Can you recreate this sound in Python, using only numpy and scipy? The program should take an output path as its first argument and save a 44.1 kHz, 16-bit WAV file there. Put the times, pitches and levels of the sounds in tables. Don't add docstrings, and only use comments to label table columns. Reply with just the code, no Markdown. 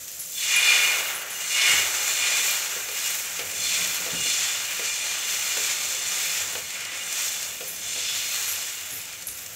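import sys
import numpy as np
from scipy import signal
from scipy.fft import rfft, irfft, next_fast_len
from scipy.io import wavfile
from scipy.ndimage import uniform_filter1d

SR = 44100
rng = np.random.default_rng(int(sys.argv[2]) if len(sys.argv) > 2 else 0)


def persist_wave(psi):
    counts = np.round(np.clip(psi, -1, 1) * 32767).astype(np.int16)
    wavfile.write(sys.argv[1], SR, np.atleast_2d(counts).T)


def makeup_ratio(level_db):
    decades = np.asarray(level_db, float) / 20
    return 10 ** decades


N = 421155
TIME = np.arange(N) / SR
SIZE = next_fast_len(N)
FREQ = np.arange(SIZE // 2 + 1) * SR / SIZE + 1e-3


def unit(x):
    return x / np.sqrt(np.mean(x ** 2))


def shaped(x, gain):
    return irfft(rfft(x, SIZE) * gain, SIZE)[:N]


def colour(table):
    hz, db = np.transpose(table)
    return makeup_ratio(np.interp(np.log(FREQ), np.log(hz), db))


def between(low_hz, high_hz, order=6):
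    return 1 / np.sqrt((1 + (low_hz / FREQ) ** order) * (1 + (FREQ / high_hz) ** order))


def resonance(hz, width_hz):
    return 1 / (1 + 1j * (FREQ - hz ** 2 / FREQ) / width_hz)


def walk(rate):
    hold = int(SR / rate)
    steps = np.repeat(rng.standard_normal(N // hold + 1), hold)
    slewed = uniform_filter1d(uniform_filter1d(steps, hold), hold)
    return unit(slewed[:N])


def add(out, s, sound):
    i = int(s * SR)
    out[i:i + len(sound)] += sound[:N - i]


def ring(hz, t60, length=.6):
    t = TIME[:int(length * SR)]
    return np.sin(2 * np.pi * hz * t) * makeup_ratio(-60 * t / t60)


def band_noise(noise, order, edges_hz):
    return signal.lfilter(*signal.butter(order, edges_hz, "band", fs=SR), noise)


def room(x):
    t60_s, tail_db = .3, -6
    t = TIME[:int(.5 * SR)]
    tail = rng.standard_normal(len(t)) * makeup_ratio(-60 * t / t60_s) * np.clip(t / 0.01, 0, 1)
    tail = tail / np.sqrt(np.sum(tail ** 2))
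    return x + makeup_ratio(tail_db) * signal.fftconvolve(x, tail)[:N]


def follow(usual_db, *rule):
    # (time [s], fine fizz [dB],
    # hiss near 4 kHz [dB], body near 2.5 kHz [dB], treble [dB])
    boil = np.array([(0.0, -44, -56, -53, -49.5), (0.32, -37, -53, -52.5, -45.5), (0.4, -32, -33, -38, -43),
                     (0.53, -29, -31.5, -25.5, -49), (0.69, -26, -26, -22, -46),
                     (0.9, -27, -32.5, -24, -37), (1.25, -42.5, -46, -39, -52),
                     (1.36, -37.5, -47, -37, -46), (1.51, -28, -35.5, -32.5, -48),
                     (1.57, -28, -31, -25, -49), (1.62, -29, -25.5, -22.5, -53),
                     (1.7, -24.5, -29.5, -20.5, -39), (1.91, -29, -36, -33, -40), (2.2, -28, -31, -30, -42),
                     (2.23, -28, -29.5, -26.5, -46), (2.5, -27.5, -31.5, -32, -37),
                     (2.85, -37.5, -44.5, -38.5, -50.5), (3.08, -30.5, -34.5, -35, -40),
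                     (3.24, -34, -41.5, -40, -45), (3.48, -39, -49, -41.5, -49),
                     (3.67, -26, -29.5, -32.5, -45), (3.83, -28, -33, -32, -38.5),
                     (4.12, -35, -38.5, -38, -47.5), (4.31, -26, -29.5, -33.5, -45),
                     (4.76, -35.5, -39.5, -35.5, -47), (4.92, -29.5, -35, -34.5, -49),
                     (5.24, -35, -35.5, -36.5, -47), (5.29, -30.5, -34.5, -34, -41.5),
                     (5.64, -30, -33.5, -33.5, -45), (5.98, -31, -34.5, -35.5, -46),
                     (6.36, -30.5, -33, -34, -41), (6.49, -33.5, -39.5, -40.5, -47),
                     (6.89, -40.5, -44, -33, -56.5), (7.26, -27.5, -35.5, -36, -43),
                     (7.53, -39, -43, -42.5, -51), (7.74, -39.5, -44.5, -43, -50.5),
                     (7.98, -31.5, -34, -39.5, -54), (8.08, -35, -30.5, -37, -47),
                     (8.48, -31.5, -38.5, -38, -43), (8.88, -40, -43.5, -42, -53),
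                     (8.93, -41, -42.5, -41, -49), (9.18, -44, -45, -44, -53),
                     (9.31, -41, -48.5, -45, -53.5), (9.55, -46, -51, -49, -54.5)])
    # fizz [dB], hiss [dB], body [dB], treble [dB]
    usual_boil = (-32, -37, -36, -44)
    slopes, late_s = rule[:-1], rule[-1]
    level_db = usual_db + (boil[:, 1:] - usual_boil) @ slopes
    return np.interp(TIME - late_s, boil[:, 0], level_db)


def linger(gain, seconds):
    keep = np.exp(-1 / (max(seconds, 1e-3) * SR))
    power = signal.lfilter([1 - keep], [1, -keep], gain ** 2, zi=[keep * gain[0] ** 2])[0]
    return np.sqrt(power)


def ripple(depth_db, width_hz):
    k = int(width_hz * SIZE / SR)
    peaks = uniform_filter1d(uniform_filter1d(rng.standard_normal(len(FREQ)), k), k)
    return makeup_ratio(depth_db * unit(peaks))


def bursts(per_s, spread_db, share):
    size = makeup_ratio(spread_db * np.minimum(rng.exponential(size=N), 3))
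    clicks = (rng.random(N) < per_s / SR) * rng.standard_normal(N) * size
    share = np.clip(share, 0, 1)
    return np.sqrt(share) * unit(clicks) + np.sqrt(1 - share) * rng.standard_normal(N)


def sizzle():
    # (low edge [Hz], high edge [Hz], rate [bursts/s], size spread [dB],
    # flicker [dB], burst share of power [0-1])
    bubble_classes = [(343, 1310, 2500, 0, 0.85, 0.38), (1340, 3870, 4600, 1.5, 1.58, 0.44),
                      (2720, 6550, 3700, 4, 0.8, 0.29), (5850, 7620, 5000, 2.5, 0.79, 0.47),
                      (9900, 15000, 2700, 9, 0.6, 0.25)]
    # (usual level [dB], slope on fizz [dB/dB], on hiss [dB/dB],
    # on body [dB/dB], on treble [dB/dB], delay [s])
    bubble_rules = [(-43.5, 0.1, 0.0017, 0.71, 0.14, 0.038), (-40.5, -0.14, 0.076, 0.78, 0.16, .02),
                    (-37.5, -0.08, .9, 0.04, .02, .005), (-32, 0.81, 0.089, 0.0067, .02, .002),
                    (-37, -0.15, -0.15, .02, 1, .001)]
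    patchiness = (0.75, 0.54, .6, 0.35, 1.6)
    linger_times = (.12, 0.039, .004, 0.003, .004)
    # (frequency [Hz], level [dB])
    fizz_colour = [(200, -13.5), (400, -9.5), (1040, -8.5), (1500, 0.5), (2400, 4.5), (3300, 0.5),
                   (4900, -5), (6500, -1), (7200, 0.5), (8700, -6), (9500, -16), (10300, -7.5),
                   (11800, -5.5), (15800, -5.5)]

    spurt, patter = walk(14), walk(70)
    out = 0
    for bubble, rule, patchy_db, tail_s in zip(bubble_classes, bubble_rules, patchiness, linger_times):
        low_hz, high_hz, per_s, spread_db, flicker_db, share = bubble
        plate = ripple(1.1, 25)
        tone = colour(fizz_colour) * between(low_hz, high_hz) * between(355, SR, order=8) * plate
        grain = unit(shaped(bursts(per_s, spread_db, share), tone))
        surge = linger(makeup_ratio(follow(*rule)), tail_s)
        flicker = flicker_db * (spurt + 0.9 * patter) + patchy_db * walk(9)
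        out = out + grain * surge * makeup_ratio(flicker)
    return out


def pan():
    # (frequency [Hz], width [Hz], level [dB])
    deep_modes = [(1223, 32, -17), (1473, 38, -16), (1668, 45, -18), (1814, 32, -20), (2000, 35, -12),
                  (2058, 22, -12), (2120, 35, -13), (2197, 30, -5)]
    middle_modes = [(2413, 32, 0), (2550, 50, -12), (2680, 50, -12), (2847, 20, -1)]
    high_modes = [(3478, 34, 0), (3630, 50, -13), (4010, 25, -14), (4247, 26, -4), (4340, 40, -13),
                  (5150, 28, -7)]
    top_modes = [(6148, 55, -4), (7225, 60, -2), (8410, 140, -6)]
    # (usual level [dB], slope on fizz [dB/dB],
    # on hiss [dB/dB], on body [dB/dB], on treble [dB/dB], delay [s], early if negative)
    mode_rules = [(-43.5, 0.0067, -0.14, 1.31, -0.011, 0.016), (-43, 0.018, 0.21, 1.09, 0.04, -0.0061),
                  (-43.5, .02, 1.29, 0.018, -0.026, -0.016), (-40.5, 0.94, 0.024, .02, -.1, -0.048)]

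    drive = rfft(bursts(3000, 2.5, .4), SIZE)
    out = 0
    for modes, rule in zip((deep_modes, middle_modes, high_modes, top_modes), mode_rules):
        surge_db = follow(*rule)
        for hz, width_hz, mode_db in modes:
            wander_db = 2.0 * walk(6)
            tone = unit(irfft(drive * resonance(hz, width_hz), SIZE)[:N])
            out = out + tone * makeup_ratio(surge_db + mode_db + wander_db)
    return out


def kitchen():
    # (frequency [Hz], level [dB])
    rumble_colour = [(24, -40), (40, -12), (128, 5.5), (200, -1.5), (260, 8.5), (324, 5), (511, 5.5),
                     (699, 10), (761, -52), (1200, 0.5), (1560, -36), (2640, -120)]
    # (frequency [Hz], width [Hz], level [dB])
    hums = [(55, 16, -8), (95, 9, -3), (165, 9, -6), (182, 9, -5), (516, 20, -5), (705, 22, -6)]
    # (time [s], level [dB])
    flame_levels = [(0.0, -62), (0.18, -62), (3.32, -61.5), (3.59, -56), (5.05, -62), (8.19, -59.5),
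                    (8.38, -60.5), (8.88, -63), (9.55, -60)]

    rumble = shaped(rng.standard_normal(N), colour(rumble_colour) * between(45, 840))
    out = makeup_ratio(2.5) * unit(rumble)
    for hz, width_hz, db in hums:
        waver_db = 1.8 * walk(1.8)
        hum = unit(shaped(rng.standard_normal(N), resonance(hz, width_hz)))
        out += makeup_ratio(db + waver_db) * hum
    level_db = np.interp(TIME, *np.transpose(flame_levels))
    return out * makeup_ratio(level_db + 1.2 * walk(2.7))


def pops():
    # (time [s], level [dB])
    pop_times = [(0.0794, -29), (1.3423, -35.5), (3.5124, -28), (4.651, -27), (4.7212, -29.5),
                 (4.7481, -31), (6.6957, -37), (6.8054, -29.5), (6.8506, -26), (6.9735, -30),
                 (7.126, -21.5), (7.4275, -23), (7.7613, -30), (7.9914, -37.5), (9.0144, -29),
                 (9.0534, -30.5), (9.1262, -30), (9.2229, -31), (9.2844, -26.5), (9.3894, -35.5),
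                 (9.4616, -28)]
    spit_db = -22

    out, t = np.zeros(N), TIME[:int(.03 * SR)]
    envelope = np.exp(-t / 0.0042) * np.clip(t / 0.0011, 0, 1)
    for s, db in pop_times:
        noise = rng.standard_normal((2, len(t)))
        body = band_noise(noise[0], 1, [4500, 8500])
        spit = signal.lfilter(*signal.butter(2, 10000, "high", fs=SR), noise[1])
        add(out, s, makeup_ratio(db) * (unit(body) + makeup_ratio(spit_db) * unit(spit)) * envelope)
    return out


def bangles():
    # (frequency [Hz], t60 [s])
    bangle_modes = [(8930, .06), (9290, .06), (10060, .07), (10250, .05), (10590, .04), (10820, .05),
                    (11130, .04), (11400, .04), (11600, .07), (11780, .05), (12180, .04), (13330, .04),
                    (13480, .06), (13750, .06)]
    # (time [s], level [dB], favoured pitch [Hz], spread [Hz], rattle decay [s])
    touches = [(.194, -37, 11100, 900, 0.019), (.56, -31.5, 11130, 200, .015), (.59, -44, 13750, 100, .02),
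               (1.15, -42, 10100, 200, 0.018), (1.304, -42, 10700, 900, 0.024),
               (7.675, -36, 13430, 100, 0.027), (7.676, -44, 10700, 900, 0.042),
               (8.11, -47, 10900, 915, .05), (8.475, -38.5, 11650, 200, .06),
               (8.477, -38, 13430, 100, 0.067), (8.48, -41, 10500, 300, 0.07),
               (8.91, -41, 10300, 503, 0.055), (8.93, -42, 11950, 395, 0.056),
               (8.939, -41, 13750, 99.2, 0.031), (9.27, -40, 11000, 910, .03),
               (9.275, -47, 13430, 100, 0.045), (9.29, -39, 9080, 250, 0.016),
               (9.345, -47, 11500, 696, 0.023)]

    out, t = np.zeros(N), TIME[:int(.3 * SR)]
    for s, db, centre_hz, spread_hz, rattle_s in touches:
        chatter = (rng.random(len(t)) < 900 / SR) * rng.standard_normal(len(t))
        ticks = chatter * np.exp(-t / rattle_s) * .8
        ticks[0] = .7
        chance = rng.standard_normal((len(bangle_modes), 2))
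        tone = 0
        for (hz, t60), (level, detune) in zip(bangle_modes, chance):
            favour = np.exp(-.5 * ((hz - centre_hz) / spread_hz) ** 2)
            tone = tone + favour * makeup_ratio(2 * level) * ring(hz * (1 + 0.0034 * detune), t60)
        add(out, s, makeup_ratio(db) * signal.fftconvolve(ticks, tone))
    return room(out)


def thuds():
    # (time [s], level [dB], frequency [Hz], t60 [s])
    thud_times = [(1.679, -46.5, 141, 0.37), (1.721, -44, 83.5, 0.63), (3.377, -52, 184, 0.38),
                  (4.118, -37.5, 175.4, 0.35), (4.219, -51, 73, 0.29), (8.91, -48, 96.7, 0.58),
                  (9.264, -54, 60, 0.61)]

    out, t = np.zeros(N), TIME[:int(.6 * SR)]
    for s, db, hz, t60 in thud_times:
        boom = band_noise(rng.standard_normal(len(t)), 2, [45, 450]) * np.exp(-t / 0.07)
        add(out, s, makeup_ratio(db) * (ring(hz, t60) + makeup_ratio(16) * boom) * np.clip(t / 0.02, 0, 1))
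    return room(out)


def knocks():
    # (time [s], level [dB], crack against it [dB], struck spot's pitch [Hz])
    knock_times = [(2.764, -39, 7, 506), (2.887, -40, 16, 480), (3.392, -35.5, 18.5, 497),
                   (3.522, -43.5, 2.5, 415), (4.063, -35.5, 4, 498), (4.252, -42, 4, 428),
                   (4.794, -35.5, 14, 482), (5.569, -35.5, 18, 487), (6.553, -36, 18, 490),
                   (7.608, -36.5, 13, 520), (7.961, -40.5, 19, 490)]
    # (frequency [Hz], level [dB], t60 [s])
    wood_modes = [(250, -10, .1), (320, -8, .12), (415, -5, .25), (490, 2, .09), (522, -2, .18),
                  (600, -5, .1), (670, -1, .15), (760, -5, .1)]

    out, t = np.zeros(N), TIME[:int(.6 * SR)]
    for s, db, crack_db, spot_hz in knock_times:
        chance = rng.standard_normal((len(wood_modes), 2))
        body = 0
        for (hz, mode_db, t60), (vary_db, detune) in zip(wood_modes, chance):
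            off_spot_db = 8.2 * abs(np.log(hz / spot_hz))
            body = body + makeup_ratio(mode_db + vary_db - off_spot_db) * ring(hz * (1 + 0.014 * detune), t60)
        noise = rng.standard_normal((2, len(t)))
        thump = band_noise(noise[0], 2, [300, 800]) * np.exp(-t / 0.025)
        crack = band_noise(noise[1], 1, [1500, 4000]) * np.exp(-t / 0.0076)
        strike = body * np.clip(t / 0.002, 0, 1) + makeup_ratio(6) * thump + makeup_ratio(crack_db) * crack
        add(out, s, makeup_ratio(db) * strike)
    return room(out)


def scene():
    mono = sizzle() + pan() + kitchen() + pops() + bangles() + thuds() + knocks()
    return np.array([mono, mono])


def band_limit(x):
    return signal.sosfilt(signal.butter(12, 16950, fs=SR, output="sos"), x)


def record(dry):
    band = between(46, SR, order=8) * (FREQ < 15740)
    mix = np.array([shaped(channel, band) for channel in dry])
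    return band_limit(mix)


dry = scene()
out = record(dry)
persist_wave(out)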